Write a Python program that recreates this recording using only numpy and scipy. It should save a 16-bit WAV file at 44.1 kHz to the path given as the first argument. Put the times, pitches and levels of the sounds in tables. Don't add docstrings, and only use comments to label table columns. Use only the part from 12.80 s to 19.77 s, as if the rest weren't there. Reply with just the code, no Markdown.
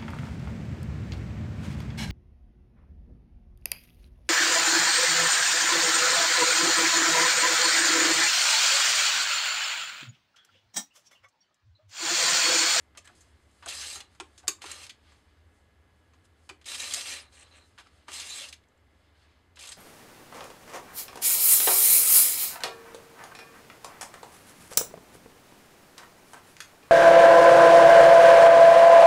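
import sys
import numpy as np
from scipy import signal
from scipy.fft import rfft, irfft, next_fast_len
from scipy.io import wavfile
from scipy.ndimage import uniform_filter1d

SR = 44100
rng = np.random.default_rng(int(sys.argv[2]) if len(sys.argv) > 2 else 0)


def generate_wav(signal):
    frames = np.transpose(np.atleast_2d(signal))
    scaled = np.clip(frames, -1, 1) * 32767
    pcm = np.round(scaled).astype(np.int16)
    wavfile.write(sys.argv[1], SR, pcm)


def invert_db(level):
    return 10 ** (np.asarray(level, dtype=float) / 20)


N = 307377
T = np.arange(N) / SR

# t/s, level/dB (follows speed), bite/dB (how hard the flanks press)
TURNS = [
    [(.85, -65, -14), (.888, -42, 5), (.924, -42, -6), (.95, -47, 10.5), (1.04, -45, -1), (1.074, -48, 10),
     (1.158, -48, 13), (1.218, -55.5, -10), (1.26, -81, -3)],
    [(1.81, -71, -12), (1.82, -50, -10), (1.86, -50.5, -5), (1.912, -46, -4), (2.0, -53.5, 2),
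     (2.044, -49, -4), (2.09, -72, 8)],
    [(5.27, -76, -9), (5.284, -52.5, -8), (5.342, -45.5, 8.5), (5.436, -44.5, -4), (5.456, -49, 6.5),
     (5.588, -43.5, 5), (5.64, -48.5, -5), (5.702, -62, 10), (5.72, -69, -6)],
    [(6.75, -91, -18), (6.776, -71, 3), (6.792, -55.5, -5.5), (6.932, -54.5, 4.5), (6.97, -75, 20)],
]
# t/s, level/dB, bite/dB
NUDGES = [
    [(3.85, -87, -5), (3.86, -48, 2), (3.904, -43.5, 6), (3.954, -44.5, 2.5), (3.978, -50.5, 11),
     (4.003, -41, 6), (4.039, -41, 0), (4.071, -43.5, 5), (4.14, -41, 3)],
    [(4.14, -43.5, 10.5), (4.21, -42, 4.5), (4.25, -49, 6.5), (4.26, -43, 3), (4.328, -41.5, 5),
     (4.382, -45, -5), (4.46, -63.5, -15)],
    [(4.522, -69, -6), (4.535, -64, 1), (4.63, -64.5, 1), (4.66, -74, -10)],
    [(4.71, -69, -15), (4.746, -60.5, -18), (4.776, -62, -3), (4.83, -72.5, -16)],
]
# f/Hz, density/dB per Hz
SCRAPE_COLOUR = [(120, -48), (200, -13), (254, 9), (440, -12.5), (590, -6), (683, -30), (749, -9),
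                 (968, -11), (4120, -9), (5630, -8.5), (8580, -5.5), (11300, -17.5), (13000, -32),
                 (16000, -44)]
# f/Hz, width/Hz, level/dB
GEAR_RINGS = [(600, 27, -5), (746, 9.8, -2), (1206, 89, -6.5), (1806, 71, -6), (2190, 47, -2),
              (2420, 37, -0.5), (2730, 170, -2.5), (3180, 110, -7.5), (4010, 57, 2.5), (4740, 45, 0),
              (5040, 44, 6), (5400, 34, -2.5), (5786, 60, 3.5), (6370, 160, -1.5), (6500, 21, -11),
              (7290, 50, 0.5), (7710, 40, -3.5), (8340, 83, -0.5)]
# middle t/s, half length/s, f/Hz, level/dB over the body of the rasp
SINGS = [(0.89, 0.018, 3210, -2), (.92, 0.0099, 2640, -11), (0.98, 0.012, 4740, -6), (1.01, .012, 6370, 5),
         (1.033, 0.0064, 1990, -1), (1.07, .012, 3480, 2.5), (1.095, 0.021, 8340, 0),
         (1.097, 0.022, 3890, 4), (1.137, 0.0088, 4100, 7), (1.165, 0.011, 7290, 5),
         (1.175, 0.026, 623, -13), (1.876, .03, 1300, -3.5), (2.02, 0.029, 745, -15),
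         (3.907, 0.055, 4050, 4), (3.942, .015, 2450, -7), (4.003, 0.011, 4100, 4.5),
         (4.023, 0.016, 7300, -5), (4.03, 0.0083, 2400, -6), (4.07, 0.0072, 4200, -7),
         (4.115, 0.0072, 3200, 1.5), (4.165, 0.013, 1620, -4), (4.182, 0.013, 4100, 2.5),
         (4.19, 0.057, 707, -17), (4.27, 0.0083, 2730, -9), (4.333, 0.0089, 1980, -6.5),
         (4.327, 0.014, 7450, -8), (4.343, 0.033, 600, -20), (5.333, 0.0078, 4100, 2),
         (5.366, 0.021, 8340, -9), (5.42, 0.033, 3320, -5), (5.508, 0.033, 7560, -3),
         (5.519, 0.04, 4010, 7), (5.564, 0.022, 8340, -2), (5.599, 0.019, 3230, 0),
         (5.623, 0.016, 600, -13), (5.655, .02, 2730, -4), (6.827, 0.029, 2510, 0),
         (6.893, 0.026, 4100, 1.5), (4.423, .012, 9600, -5), (5.296, 0.012, 1280, -4),
         (5.401, 0.0055, 7000, 5.5), (4.023, 0.0098, 8000, 0), (3.936, .01, 4300, 3),
         (4.406, 0.012, 4900, -5), (1.033, 0.025, 1510, -6.5), (1.19, 0.049, 806, -8.5),
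         (6.797, 0.01, 2920, 3), (6.895, 0.01, 8340, 8.5)]
# middle t/s, half length/s, low level/dB, high level/dB over the body
JUDDER = [(4.556, .012, 0, -4), (4.576, 0.0075, 6.5, 3), (4.597, .006, 2, 8), (4.613, .005, 3, 4),
          (4.629, 0.0055, 7, 7), (4.763, 0.007, -3, -5), (4.784, 0.0076, 0, -5)]
JUDDER_LOW_HZ, JUDDER_HIGH_HZ = (1710, 3270), (7000, 11400)
FULL_SPEED_DB = -45
GROWL_DB, GROWL_PER_DB_SLOWER = -10.5, 0.4427
WHET_DB, WHET_PER_DB_SLOWER = -15, 0.8
HISS_DB, HISS_PER_BITE = -1, 0.58

# t/s, peak level/dB, weight/dB, brightness/dB, rattle/ms
CLICKS = [(0.173, -42, -16, 1, 19), (0.2541, -57, -8, -12, 45), (0.2744, -47.5, -9.5, -12, 7),
          (0.408, -62.5, -16, 10, 17), (0.7108, -77, -10, 14, 7.2), (1.5777, -48.5, -21, -4, 21),
          (1.9142, -39, -10, 8, 8.7), (2.3202, -62, -1, -11, 13), (3.335, -62, -4.5, -11, 15),
          (3.4448, -74, -8, -12.5, 13), (4.1372, -28, -32, 1, 6.2), (4.1432, -29.5, -15, 8, 4.1),
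          (4.1485, -34, -30, 0, 4.9), (6.889, -44, -11, 3, 8.9), (6.9183, -38.5, -27, -6.5, 13)]
# t/s, peak level/dB, weight/dB, brightness/dB, rattle/ms
SNAP = [
    (1.6725, -46.5, -6.5, -7.5, 9),
    (1.6797, -22, -14, 6, 2.5),
    (1.6825, -25, -10.5, 4.5, 15),
]
# t/s, peak level/dB, weight/dB, brightness/dB, rattle/ms
KNOCKS = [
    (0.8595, -43, 2, 5.5, 8.9),
    (1.3998, -34, -1.5, -4.5, 13.5),
    (1.8403, -42.5, 2, -3, 11),
]
# t/s, peak level/dB, weight/dB, brightness/dB, rattle/ms
SCUFFS = [(0.1501, -57, 3, -15, 38), (0.2453, -60, -5, 2, 24), (0.3514, -63, -22, 3, 36),
          (0.825, -48.5, 0, -14, 36), (1.1569, -46.5, 4, -4, 27), (1.349, -61, 3, -3, 14),
          (1.5991, -58.5, -2, 0, 15), (1.6292, -59.5, 5, -6, 24), (1.8185, -39.5, -16, -6.5, 15),
          (3.6915, -41.5, -1.5, -7, 8.8), (3.6975, -42.5, -3, -5, 6.4), (3.704, -49.5, 2, -12, 17),
          (3.8132, -55, -8, -11, 19), (4.978, -51.5, 1, -16, 9.7), (4.9835, -45, -6, -10, 32),
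          (4.9982, -50.5, -6, -9, 26), (5.0693, -55.5, 4, -10, 8), (5.2824, -42.5, 1, -7.5, 21),
          (6.77, -47.5, -5, -14, 15)]
# t/s, peak level/dB, brightness/dB, rattle/ms
SKIPS = [(0.8755, -41, -14, 13), (0.8847, -35.5, 0, 30), (0.998, -39, -2, 18), (1.011, -35.5, -3.5, 49),
         (1.158, -43, 2, 8), (5.416, -50, -8, 8), (5.837, -67, -8, 6.4), (6.395, -68, -10, 8.6),
         (6.418, -72, -12, 14), (1.131, -51, -6, 6.8), (3.946, -32, -7, 19), (3.9983, -36, -6, 10),
         (4.3146, -39, -13, 12), (0.912, -43, -11, 7.3), (1.204, -38.5, -7.5, 11), (1.8613, -39, -10, 15),
         (2.0304, -44.5, -1, 27), (2.0654, -42.5, -7, 9.3), (2.094, -38.5, -13, 17), (3.843, -52, -10, 14),
         (3.8566, -48, -1, 45), (4.209, -32, -10, 12), (4.2573, -35.5, -26, 15), (5.33, -38.5, -4, 15),
         (5.4005, -34.5, -7, 37), (5.6176, -36, -9, 40), (5.686, -41.5, -2.5, 12),
         (5.7256, -39.5, -5.5, 18.4), (6.758, -54.5, -4, 17), (6.791, -44.5, -3, 20), (6.809, -46, 2, 19),
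         (6.8249, -46, 6, 14), (6.8362, -42.5, -7, 28), (6.8542, -46, 6, 12), (6.872, -43, 2.5, 13)]
SKIP_WEIGHT_DB = -25.5
# f/Hz, level/dB, t60/s
KEY_MODES = [(1084, -4.5, 0.085), (2620, 1.5, 0.039), (3800, -23, 0.098), (4030, 0, 0.049),
             (4224, -11.5, 0.024), (5070, -2.5, 0.066), (6247, -7, 0.033), (6777, -4, 0.11),
             (6770, 0, 0.051), (6890, 3.5, 0.066), (7095, -6, 0.074), (7340, -1, 0.043), (7450, -4, 0.034),
             (8510, -10.5, 0.045), (8414, -2, .04), (9100, -15, .045), (8900, -19, .045),
             (10900, -1.5, 0.039), (14330, 1, .07)]
# f/Hz, level/dB, t60/s
SCREW_MODES = [(1100, -9.5, .07), (2580, -2.5, 0.04), (3684, -6, .02), (4300, -3.5, .02), (4786, -9, .025),
               (6070, -3.5, 0.027), (6620, 1, .03), (7100, 5, .04), (7450, 0.5, .03), (8040, -2.5, 0.022),
               (9200, -6.5, .015), (11500, 2, .025), (14340, 7, .07), (15430, 0, .05)]
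# f/Hz, level/dB, t60/s
CHUCK_MODES = [(734, -2.5, 0.4), (1079, -1.5, 0.21), (1384, -6.5, 0.52), (1420, -18, 0.28),
               (2066, -32, 0.18), (2550, 3.5, 0.082), (2908, -24.5, 0.12), (3668, -18.5, 0.13),
               (4100, -20, 0.12), (4370, -26, 0.07), (6590, -8, 0.1), (6800, -26, 0.14), (8100, -1.5, 0.15),
               (7660, -21, 0.09)]
ZONES_HZ = [345, 1000, 3100, 7500, 10500, 15000]
# t/s, peak level/dB
THUMPS = [(0.862, -52.5), (1.154, -54), (1.4013, -41), (1.5768, -67), (1.6796, -37.5), (1.822, -61),
          (1.841, -45.5), (1.9142, -59), (3.698, -46.5), (4.982, -66.5), (5.2814, -51)]
# f/Hz, level/dB, t60/s
BED_MODES = [(341.4, -7, 0.28), (401, 5, 0.054), (307, 1, 0.11)]
SHOVE_S = .013
# t/s, peak level/dB, f/Hz, length/ms
BLIPS = [(0.003, -68, 1780, 16), (.153, -59, 1400, 9), (.245, -57, 1746, 56), (.252, -54, 7900, 12),
         (.273, -53, 7950, 9), (.275, -55, 2300, 8), (0.284, -61, 1500, 19), (0.294, -52.5, 1320, 10),
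         (0.829, -50, 1190, 11), (.866, -43, 705, 19), (.861, -43, 1460, 9.5), (1.635, -52, 744, 30),
         (1.632, -60, 1520, 18), (1.786, -54, 1150, 6), (2.314, -69.5, 7610, 30), (4.986, -55, 1360, 15),
         (5.061, -55, 1340, 13), (4.984, -52, 1700, 20), (.41, -65, 7500, 10), (5.284, -46, 1214, 16),
         (3.693, -43.5, 2460, 16), (3.692, -45.5, 2950, 12), (3.698, -53, 1000, 11), (3.703, -61, 4950, 18),
         (1.401, -46, 2570, 11), (3.735, -63, 310, 23), (.173, -49.5, 2230, 13), (.175, -52, 1200, 10),
         (.178, -57, 600, 22), (.296, -60, 740, 24), (.31, -62, 340, 60), (5.885, -67, 7600, 5),
         (5.885, -68, 6400, 5), (5.976, -71, 7300, 5), (3.697, -45.5, 5100, 4.6), (5.728, -45, 2460, 4.7),
         (5.727, -47, 4600, 6), (5.838, -65, 2220, 12), (5.918, -64.5, 1280, 9), (5.917, -69, 3900, 6),
         (6.348, -65, 1560, 20), (6.348, -70.5, 3030, 15), (6.42, -68, 4450, 20), (1.688, -35, 2600, 9),
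         (1.683, -33, 1100, 10), (1.681, -40, 14340, 16), (1.401, -46, 1080, 14)]
# middle t/s, half length/s, level/dB, brightness/dB
RUSTLE = [(0.0, 0.057, -74, -1), (0.39, 0.16, -69.5, -3), (0.585, 0.089, -86.5, 3),
          (0.788, 0.12, -73.5, -1), (1.318, 0.088, -75, -3), (1.53, 0.14, -72.5, -1.5),
          (2.312, 0.13, -68.5, -8.5), (2.544, 0.11, -75.5, -18.5), (2.762, .1, -86.5, 5.5),
          (3.282, 0.25, -81.5, -2.5), (3.454, 0.0088, -66, -6.5), (3.672, 0.08, -78, 4),
          (4.549, 0.039, -67.5, 7), (4.697, 0.048, -64.5, -11.5), (4.91, 0.19, -74.5, -3),
          (5.062, 0.036, -70, -8), (5.204, 0.088, -70.5, -5), (5.798, 0.078, -80, -15),
          (6.16, 0.087, -77.5, -7), (6.285, 0.073, -74, -25), (6.377, 0.025, -69.5, -14),
          (6.43, 0.033, -64.5, -17), (6.506, 0.038, -72, -20.5), (6.598, 0.084, -74, -25)]

ROOM_T60_S, ROOM_TREBLE_T60_S, ROOM_DB = 0.21, 0.13, -10
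# f/Hz, density/dB per Hz
AIR_COLOUR = [(65, -44.5), (110, -10.5), (197, -6), (228, -5), (299, -3.5), (384, -8.5), (417, -8.5),
              (536, -9), (1040, -13), (1130, -12), (2080, -16), (2400, -19), (2900, -20), (16000, -38.5)]
AIR_DB = -68.5
RUMBLE_HZ, RUMBLE_WIDTH_HZ, RUMBLE_DB = 77.54, 15.4, -64
# f/Hz, rms level/dB
WHINE = [(419.9, -80), (1680, -79.5), (1798, -86), (2040, -81), (2159, -85.5), (2998, -87), (3359, -89)]
# f/Hz, width/Hz, depth/0-1
DIPS = [(5715, 400, 0.88), (6884, 170, 0.6)]
TOP_HZ = 13690


def unit(x):
    return x / np.sqrt(np.mean(x ** 2))


def shape(hz, points):
    at, db = np.transpose(points)
    return invert_db(np.interp(np.log(hz + 1), np.log(at), db))


def ring(hz, centre_hz, width_hz):
    return 1j * hz * width_hz / (centre_hz ** 2 - hz ** 2 + 1j * hz * width_hz)


def colour(x, gain):
    size = next_fast_len(len(x))
    spectrum = rfft(x, size) * gain(np.fft.rfftfreq(size, 1 / SR))
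    return irfft(spectrum, size)[:len(x)]


def band(x, lo_hz, hi_hz):
    sos = signal.butter(3, [lo_hz, hi_hz], "band", fs=SR, output="sos")
    return unit(signal.sosfilt(sos, x))


def walk(rate):
    k = int(SR / rate)
    held = np.repeat(rng.standard_normal(N // k + 1), k)
    return unit(uniform_filter1d(uniform_filter1d(held, k), k)[:N])


def grit(size, spread_db):
    hardness = np.minimum(rng.exponential(size=size), 4)
    return unit(rng.standard_normal(size) * invert_db(spread_db * hardness))


def play(tables, fade_s):
    out = np.full((len(tables[0][0]) - 1, N), -140.)
    for table in tables:
        s, *columns = np.transpose(table)
        on = (T >= s[0]) & (T < s[-1] + fade_s)
        out[:, on] = [np.interp(T[on], s, c) for c in columns]
        out[0, on] -= 7 * np.clip((T[on] - s[-1]) / fade_s, 0, 1)
    return out


def flanks():
    ticks = (rng.random(N) < 400 / SR) * rng.random(N)
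    tick_decay = np.exp(-1 / (0.0006 * SR))
    chatter = invert_db(0.53 * walk(45)) * (1 + 1.4 * signal.lfilter([1], [1, -tick_decay], ticks))
    scrape = unit(colour(grit(N, spread_db=2.5) * chatter, lambda f: shape(f, SCRAPE_COLOUR)))
    contacts = [grit(N, spread_db=2.5) * chatter for _ in range(3)]
    rings = np.zeros(N)
    for k, (hz, width_hz, db) in enumerate(GEAR_RINGS):
        tone = unit(colour(contacts[k % 3], lambda f: ring(f, hz, 30 + width_hz)))
        rings += invert_db(db + 1.9 * walk(25)) * tone * np.sqrt(width_hz)
    return scrape + unit(rings)


def gears():
    sound = flanks()
    body_db, bite_db = play(TURNS + NUDGES, fade_s=0.03)
    slower_db = np.clip(FULL_SPEED_DB - body_db, 0, 30)
    body = invert_db(-1.0) * band(sound, 1780, 3620)
    growl = invert_db(GROWL_DB + GROWL_PER_DB_SLOWER * slower_db) * band(sound, 427, 1580)
    whet = invert_db(WHET_DB + WHET_PER_DB_SLOWER * slower_db) * band(sound, 3750, 4190)
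    hiss = band(sound, 5230, 21000) + invert_db(-0.5) * band(sound, 4150, 5460)
    hiss = invert_db(HISS_DB + HISS_PER_BITE * bite_db) * hiss
    return invert_db(body_db) * (sings(sound) + body + growl + whet + hiss)


def sings(sound):
    out = np.zeros(N)
    spread = 1.096
    for s, half_s, hz, db in SINGS:
        near = np.abs(T - s) < 2.5 * half_s
        swell = np.exp(-((T[near] - s) / half_s) ** 2)
        out[near] += invert_db(db) * swell * band(sound[near], hz / spread, hz * spread)
    low, high = band(sound, *JUDDER_LOW_HZ), band(sound, *JUDDER_HIGH_HZ)
    for s, half_s, low_db, high_db in JUDDER:
        out += np.exp(-((T - s) / half_s) ** 2) * (invert_db(low_db) * low + invert_db(high_db) * high)
    return out


def blows(events, modes, ring_db, scatter_db, top_db, damping, crack=0.72):
    size, out = 16384, np.zeros(N + 16384)
    t, hz = np.arange(size) / SR, np.fft.rfftfreq(size, 1 / SR)
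    part = [(-1) ** k * ring(hz, f, damping * 2.2 / t60) * invert_db(db) * np.sqrt(t60)
            for k, (f, db, t60) in enumerate(modes)]
    body = (hz > 1800) & (hz < 5500)
    for s, peak_db, weight_db, bright_db, rattle_ms in events:
        span = max(rattle_ms, 1) / 1000
        force = (crack * np.exp(-t / .0025) + .6) * (1 - np.exp(-t / .0003)) * np.exp(-(t / span) ** 3)
        push = rfft(force[:6000] * grit(size=6000, spread_db=2.5), size)
        mix = invert_db(ring_db + scatter_db * rng.standard_normal(len(modes)))
        reach = np.abs(np.interp(np.transpose(modes)[0], hz, push)) / np.sqrt(np.mean(np.abs(push) ** 2))
        mix = mix / np.clip(reach, .5, 3)
        zones_db = [weight_db - 11.5, weight_db + 6.0, 0, bright_db, bright_db - 8.5, bright_db + top_db]
        blow = push * shape(hz, list(zip(ZONES_HZ, zones_db))) * (1 + mix @ part)
        size_of_body = np.percentile(np.abs(irfft(blow * body)[:600]), 97)
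        k = int(s * SR)
        out[k:k + size // 2] += invert_db(peak_db) * irfft(blow)[:size // 2] / size_of_body
    return out[:N]


def key():
    clicks = blows(CLICKS, KEY_MODES, ring_db=17.5, scatter_db=3.0, top_db=-32.0, damping=3.9)
    snap = blows(SNAP, SCREW_MODES, ring_db=21.5, scatter_db=0.5, top_db=-24.5, damping=1.3, crack=3.0)
    return clicks + snap


def chuck():
    knocks = blows(KNOCKS, CHUCK_MODES, ring_db=16.5, scatter_db=1.5, top_db=-58, damping=7.0)
    scuffs = blows(SCUFFS, CHUCK_MODES, ring_db=2.5, scatter_db=5, top_db=-31.5, damping=2.1)
    light = [(s, db, SKIP_WEIGHT_DB, *rest) for s, db, *rest in SKIPS]
    skips = blows(light, CHUCK_MODES, ring_db=4.0, scatter_db=6, top_db=-27, damping=1.3, crack=0.43)
    return knocks + scuffs + skips


def thumps():
    size, out = 16384, np.zeros(N + 16384)
    t, hz = np.arange(size) / SR, np.fft.rfftfreq(size, 1 / SR)
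    bed = sum(ring(hz, f, 2.2 / t60) * invert_db(db) for f, db, t60 in BED_MODES) * ring(hz, 350, 160)
    swell = np.exp(-(t / SHOVE_S - 1) ** 2)
    for s, db in THUMPS:
        rough = np.sin(2 * np.pi * BED_MODES[0][0] * t) + 3 * rng.standard_normal(size)
        thump = irfft(rfft(swell * rough) * bed)
        k = int(s * SR)
        out[k:k + size] += invert_db(db) * thump / np.abs(thump).max()
    return out[:N]


def blips():
    out, t = np.zeros(N + 8192), np.arange(8192) / SR
    for s, db, hz, length_ms in BLIPS:
        rub = t / (length_ms / 1000)
        wobble = uniform_filter1d(rng.standard_normal(len(t)), size=150)
        note = np.sin(2 * np.pi * hz * (t - 0.45 * t ** 2) + (7 + hz / 400) * wobble)
        note = note * (1 + 3 * wobble)
        k = int(s * SR)
        out[k:k + len(t)] += invert_db(db) * np.minimum(6 * rub, 1) * np.exp(-rub ** 2) * note
    return out[:N]


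def rustle():
    s, half_s, level_db, bright_db = np.transpose(RUSTLE)[:, :, None]
    swell = invert_db(level_db) * np.exp(-((T - s) / half_s) ** 2)
    dull, bright = [grit(N, spread_db=1.0) * invert_db(2.4 * walk(25)) for _ in range(2)]
    bright_swell = (invert_db(bright_db) * swell).sum(0)
    return swell.sum(0) * band(dull, 549, 4700) + bright_swell * band(bright, 4500, 9900)


def room(x):
    t = np.arange(int(.6 * SR)) / SR
    noise = rng.standard_normal(len(t)) * (t > .004)
    low = colour(noise, lambda f: 1 / np.sqrt(1 + (f / 2500) ** 2))
    tail = low * invert_db(-60 * t / ROOM_T60_S) + (noise - low) * invert_db(-60 * t / ROOM_TREBLE_T60_S)
    return x + invert_db(ROOM_DB) * signal.fftconvolve(x, tail / np.linalg.norm(tail))[:N]


def shop():
    air = colour(rng.standard_normal(N), lambda f: shape(f, AIR_COLOUR))
    rumble = colour(rng.standard_normal(N), lambda f: (
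        ring(f, RUMBLE_HZ, RUMBLE_WIDTH_HZ) * ring(f, 72, 50) + 0.073 * (f < 36)))
    whine = sum(invert_db(db - 0.5 + 1.3 * walk(3.8)) * np.sin(2 * np.pi * hz * T + 0.35 * walk(11))
                for hz, db in WHINE)
    return invert_db(AIR_DB) * unit(air) + invert_db(RUMBLE_DB) * unit(rumble) + whine


def scene():
    lathe = gears() + key() + chuck() + thumps() + blips() + rustle()
    return (room(lathe) + shop())[None]


def roll_off(x):
    return signal.sosfilt(signal.butter(12, 16320, fs=SR, output="sos"), x)


def record(dry):
    heard = colour(dry[0], lambda f: np.prod([1 - depth * ring(f, hz, w) for hz, w, depth in DIPS], axis=0))
    heard = colour(heard, lambda f: 1 / np.sqrt(1 + (f / TOP_HZ) ** 24) * (f < 15750))
    return roll_off(heard[None])


dry = scene()
out = record(dry)
generate_wav(out)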